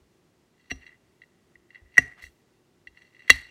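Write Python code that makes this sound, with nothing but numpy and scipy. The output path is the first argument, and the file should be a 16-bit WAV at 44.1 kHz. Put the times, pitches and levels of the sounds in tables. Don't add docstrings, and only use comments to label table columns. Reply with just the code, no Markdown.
import sys
import numpy as np
from scipy import signal
from scipy.fft import rfft, irfft
from scipy.io import wavfile

SR = 44100
rng = np.random.default_rng(int(sys.argv[2]) if len(sys.argv) > 2 else 0)


def gain_from_db(level_db):
    decades = np.asarray(level_db, float) / 20
    return 10 ** decades


def pcm_store(signal):
    levels = np.round(np.clip(np.atleast_2d(signal), -1, 1) * 32767)
    wavfile.write(sys.argv[1], SR, levels.astype(np.int16).T)


N = 154350

# freq_hz [Hz], level_db [dB]
AIR_SPECTRUM = [(15, -45.5), (25, -17), (123, -8), (326, -11), (354, -6.5), (503, -17.5), (1790, -26.5),
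                (7110, -32.5), (16000, -45)]
# start_s [s], low_mode_db [dB], high_modes_db [dB], spot [0 rim, 1 near rim, 2 middle]
TABLE_PUSHES = [
    (0.01, -51, -93, 1),
    (0.713, -28.5, -32, 0),
    (1.565, -58, -81, 1),
    (1.815, -40, -64, 1),
    (1.983, -27.5, -25.5, 1),
    (2.23, -38, -59.5, 0),
    (2.877, -48, -80, 0),
    (3.302, -21, -30, 2),
]
# pitch_hz [Hz], t60_s [s], rim_db [dB], near_rim_db [dB], middle_db [dB]
TABLE_MODES = [(121.3, 0.21, -16, -8.5, -7), (142.2, 0.11, -6.5, -5, -7), (223, 0.08, -4.5, -6, -7.5),
               (257.4, .1, 0, -3, 1.5), (430, 0.029, 4.5, 5.5, -9), (549.5, 0.022, 0, 0, -4),
               (706, 0.033, 1, 4.5, -3), (1190, 0.027, -5, -1, -4)]
# time_s [s], level_db [dB], centre_hz [Hz]
WIPE_CURVE = [
    (2.14, -88, 1490),
    (2.183, -53, 1297),
    (2.215, -62.5, 2200),
    (2.225, -55, 7500),
    (2.26, -59.5, 6960),
    (2.29, -72.5, 8000),
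    (2.32, -75.5, 13500),
    (2.42, -81.5, 13500),
]
# time_s [s], level_db [dB], brightness [dB per octave]
RUB_CURVE = [(0.52, -86, 7), (0.6, -71, 4.5), (0.87, -57, 0.5), (0.95, -63, -11), (1.0, -80, 4),
             (1.68, -78, -10), (1.76, -52, -3.5), (1.83, -73.5, -22), (1.97, -59.5, 9.5),
             (2.12, -52.5, -27), (2.17, -59.5, -6), (2.24, -48.5, 9), (2.33, -80.5, 5), (2.88, -88.5, 1.5),
             (2.98, -57.5, 1), (3.1, -70.5, 4), (3.2, -59, 2.5), (3.5, -52.5, 2.5)]
# pitch_hz [Hz], level_db [dB], t60_s [s]
PLATE_MODES = [(1710, -22.5, 0.038), (1931, -0.5, 0.031), (1986.3, 3, 0.025), (2025, -21.5, 0.012),
               (2755, -6, 0.047), (3314, -16.5, 0.044), (3937, -16.5, 0.045), (4362, -14.5, 0.032),
               (5812, -25.5, .07), (6276, -30, 0.035), (7960, -33, .06), (10490, -51, .06),
               (12440, -47, .05), (14900, -52, .055)]
# rim_db [dB], near_rim_db [dB], middle_db [dB]
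SPOT_LEVELS = [(-12.5, -18, -27), (-4, 4.5, -1), (2.5, -21.5, 2.5), (-19, -23, -18), (-3.5, -17.5, -7.5),
               (-16.5, -37, -14), (-15, -34.5, -12), (-10, -31, -11), (-12.5, -32, -27.5),
               (-44, -30, -43.5), (-30, -38.5, -34), (-55, -50, -60), (-42, -51.5, -35.5),
               (-40, -61, -59.5)]
# start_s [s], peak_db [dB], brightness [dB per octave]
LIGHT_TOUCHES = [(0.8315, -45.5, -11), (0.8649, -38, 0.5), (0.8764, -46.5, 1), (0.8904, -50, -6),
                 (0.9258, -51.5, -12), (1.2176, -39.5, -4.5), (1.2356, -47, -7), (1.5549, -45.5, -22),
                 (1.7045, -45, -6), (1.7464, -42, -3), (1.7564, -42, -8), (1.7724, -67, -9.5),
                 (2.0717, -50, -0.5), (2.2223, -40.5, -5), (2.2383, -35, -18), (2.2657, -41, -7.5),
                 (2.8714, -33.5, -3.5), (2.9721, -44, -1.5), (3.0185, -46.5, 3), (3.0494, -52.5, -2),
                 (3.1467, -51.5, 1.5), (3.1652, -48, -4), (3.1926, -48.5, 4.5), (3.2041, -45.5, -3),
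                 (3.4516, -43.5, -2)]
# start_s [s], peak_db [dB], spot [0 rim, 1 near rim, 2 middle],
# crack_db [dB], rattle_db [dB]
CHOP_STEPS = [(0.6992, -44, 0, -56, -72), (0.703, -37, 0, -54, -63), (0.7068, -28, 0, -55, -70),
              (0.7126, -23, 0, -45.5, -60), (1.957, -45.5, 1, -74.5, -84), (1.9705, -19, 1, -49.5, -70),
              (1.98, 2, 1, -20.5, -44.5), (3.2782, -39, 2, -55, -77.5), (3.2806, -36, 2, -57, -59),
              (3.2966, -9, 2, -27, -59), (3.301, 5, 2, -13.5, -34)]


def rms_one(x):
    return x / np.sqrt(np.mean(x ** 2) + 1e-20)


def noise():
    return rng.standard_normal(N)


def band_pass(low_hz, high_hz, x, order=1):
    return signal.sosfilt(signal.butter(order, [low_hz, high_hz], "band", fs=SR, output="sos"), x)


def low_pass(order, cut_hz, x):
    return signal.sosfilt(signal.butter(order, cut_hz, fs=SR, output="sos"), x)


def high_pass(order, cut_hz, x):
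    return signal.sosfilt(signal.butter(order, cut_hz, "high", fs=SR, output="sos"), x)


def in_time(rows):
    time_s, *columns = np.transpose(rows)
    return [np.interp(np.arange(N) / SR, time_s, c) for c in columns]


def drift(rate_hz):
    r, settle = np.exp(-2 * np.pi * rate_hz / SR), 9000
    wander = signal.lfilter([1], [1, -2 * r, r * r], rng.standard_normal(N + settle))
    return rms_one(wander[settle:])


def coloured(points, x):
    hz, db = np.transpose(points)
    log_hz = np.log(np.fft.rfftfreq(len(x), 1 / SR) + 1)
    gain = gain_from_db(np.interp(log_hz, np.log(hz), db, left=-60, right=-60))
    return rms_one(irfft(rfft(x) * gain, len(x)))


def strike(modes, rise_s, boost_db):
    hz, db, t60_s = np.transpose(modes)[:, :, None]
    t = np.arange(int(0.3 * SR)) / SR
    envelope = gain_from_db(db + boost_db[:, None] - 60 * t / t60_s)
    tones = envelope * np.sin(2 * np.pi * hz * t)
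    return tones.sum(axis=0) * (1 - np.exp(-t / rise_s)) ** 2


def add(out, start_s, x):
    i = int(start_s * SR)
    out[i:i + len(x)] += x[:N - i]


def air():
    tone = gain_from_db(-66.5 + 0.39 * drift(4)) * coloured(AIR_SPECTRUM, noise())
    hum_hz, width_hz = 350, 25
    hum = rms_one(band_pass(hum_hz - width_hz / 2, hum_hz + width_hz / 2, noise()))
    hiss = high_pass(4, 11500, noise())
    return tone + gain_from_db(-78) * hum + gain_from_db(-88) * hiss


def room(x):
    t60_s, delay_s = 0.35, 0.0014
    t = np.arange(SR // 2) / SR
    diffuse = rng.standard_normal(len(t)) * np.clip(t / delay_s - 1, 0, 1)
    low = low_pass(1, 8000, diffuse)
    tail = low * gain_from_db(-60 * t / t60_s) + (diffuse - low) * gain_from_db(-60 * t / (0.36 * t60_s))
    return signal.fftconvolve(x, tail / np.sqrt(np.sum(tail ** 2)) * 10)[:N]


def table():
    out, modes = np.zeros(N), np.array(TABLE_MODES)
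    boom_hz = 69.4
    for start_s, low_db, high_db, spot in TABLE_PUSHES:
        boom = [(boom_hz, low_db, 0.15), (boom_hz * 0.7, low_db - 1.5, 0.15)]
        add(out, start_s, strike(boom, 0.008, np.zeros(2)))
        knock = modes[:, [0, 2 + int(spot), 1]]
        add(out, start_s, strike(knock, 0.0015, np.full(len(modes), high_db)))
    return out


def rattle():
    out, t = np.zeros(N), np.arange(SR // 4) / SR
    for start_s, *_, rattle_db in CHOP_STEPS:
        buzz = low_pass(4, 12500, band_pass(600, 5000, rng.standard_normal(len(t))))
        add(out, start_s, gain_from_db(rattle_db - 60 * t / 0.32) * buzz)
    return out * gain_from_db(3.4 * drift(150))


def wipe():
    out, (level_db, centre_hz) = np.zeros(N), in_time(WIPE_CURVE)
    away = np.abs(np.arange(N) / SR - 2.28) > 0.14
    level_db = level_db - 60 * away
    slope_db = 8
    for low_hz in 600 * 2 ** np.arange(0, 5, 0.5):
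        high_hz = low_hz * np.sqrt(2)
        band = rms_one(band_pass(low_hz, high_hz, noise(), order=2))
        octaves_off = np.abs(np.log2(centre_hz / np.sqrt(low_hz * high_hz)))
        out += band * gain_from_db(level_db - 7 - slope_db * octaves_off)
    return out * gain_from_db(2 * drift(300))


def rub():
    out, (level_db, brightness) = np.zeros(N), in_time(RUB_CURVE)
    slips_per_s, spread_db, lump_db = 700, 3, -0.5
    slips = rng.random(N) < slips_per_s / SR
    slips = slips * gain_from_db(spread_db * np.minimum(rng.exponential(1, N), 4))
    slips = rms_one(slips * gain_from_db(lump_db * drift(25))) * gain_from_db(level_db - 22.5)
    for hz, db, t60_s in PLATE_MODES:
        r, w = gain_from_db(-60 / (t60_s * SR)), 2 * np.pi * hz / SR
        tilt_db = (brightness + 1) * max(np.log2(hz / 2000), 0)
        push = slips * noise() * gain_from_db(db + tilt_db)
        out += signal.lfilter([0, np.sin(w)], [1, -2 * r * np.cos(w), r * r], push + 1e-18)
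    return out


def crack():
    t = np.arange(1500) / SR
    envelope = gain_from_db(-60 * t / 0.011) + gain_from_db(-24 - 60 * t / 0.036)
    return band_pass(700, 10003, rng.standard_normal(len(t))) * envelope


def touches():
    rings, cracks = np.zeros(N), np.zeros(N)
    octaves_up = np.maximum(np.log2(np.array(PLATE_MODES)[:, 0] / 2000), 0)
    for start_s, peak_db, brightness in LIGHT_TOUCHES:
        scatter_db = 1.5 * rng.standard_normal(len(PLATE_MODES))
        boost_db = peak_db + brightness * octaves_up + scatter_db
        add(rings, start_s, strike(PLATE_MODES, 0.001, boost_db))
        add(cracks, start_s, gain_from_db(peak_db - 32 + 1.5 * brightness) * crack())
    return rings, cracks


def chops():
    rings, cracks = np.zeros(N), np.zeros(N)
    usual_db, spots = np.array(PLATE_MODES)[:, 1], np.array(SPOT_LEVELS)
    for start_s, peak_db, spot, crack_db, _ in CHOP_STEPS:
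        boost_db = peak_db + spots[:, int(spot)] - usual_db
        add(rings, start_s, strike(PLATE_MODES, 0.00055, boost_db))
        add(cracks, start_s, gain_from_db(crack_db) * crack())
    return rings, cracks


def scene():
    touch_rings, touch_cracks = touches()
    chop_rings, chop_cracks = chops()
    rings, cracks = touch_rings + chop_rings, touch_cracks + chop_cracks
    plate, boom = rings + rub() + wipe(), table()
    send = gain_from_db(-47) * plate + gain_from_db(-38.5) * high_pass(4, 3600, rings)
    send += gain_from_db(-45.5) * low_pass(2, 7900, cracks) + gain_from_db(-37) * boom
    return (plate + cracks + boom + room(send) + rattle() + air())[None]


def band_limit(x):
    return signal.sosfilt(signal.butter(12, 16270, fs=SR, output="sos"), x)


def record(dry):
    x = high_pass(2, 44, dry)
    top, knee = 0.94, 7.6
    x = x / (1 + np.abs(x / top) ** knee) ** (1 / knee)
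    mix = signal.sosfilt(signal.cheby2(12, 50, 16700, fs=SR, output="sos"), x)
    return band_limit(mix)


dry = scene()
out = record(dry)
pcm_store(out)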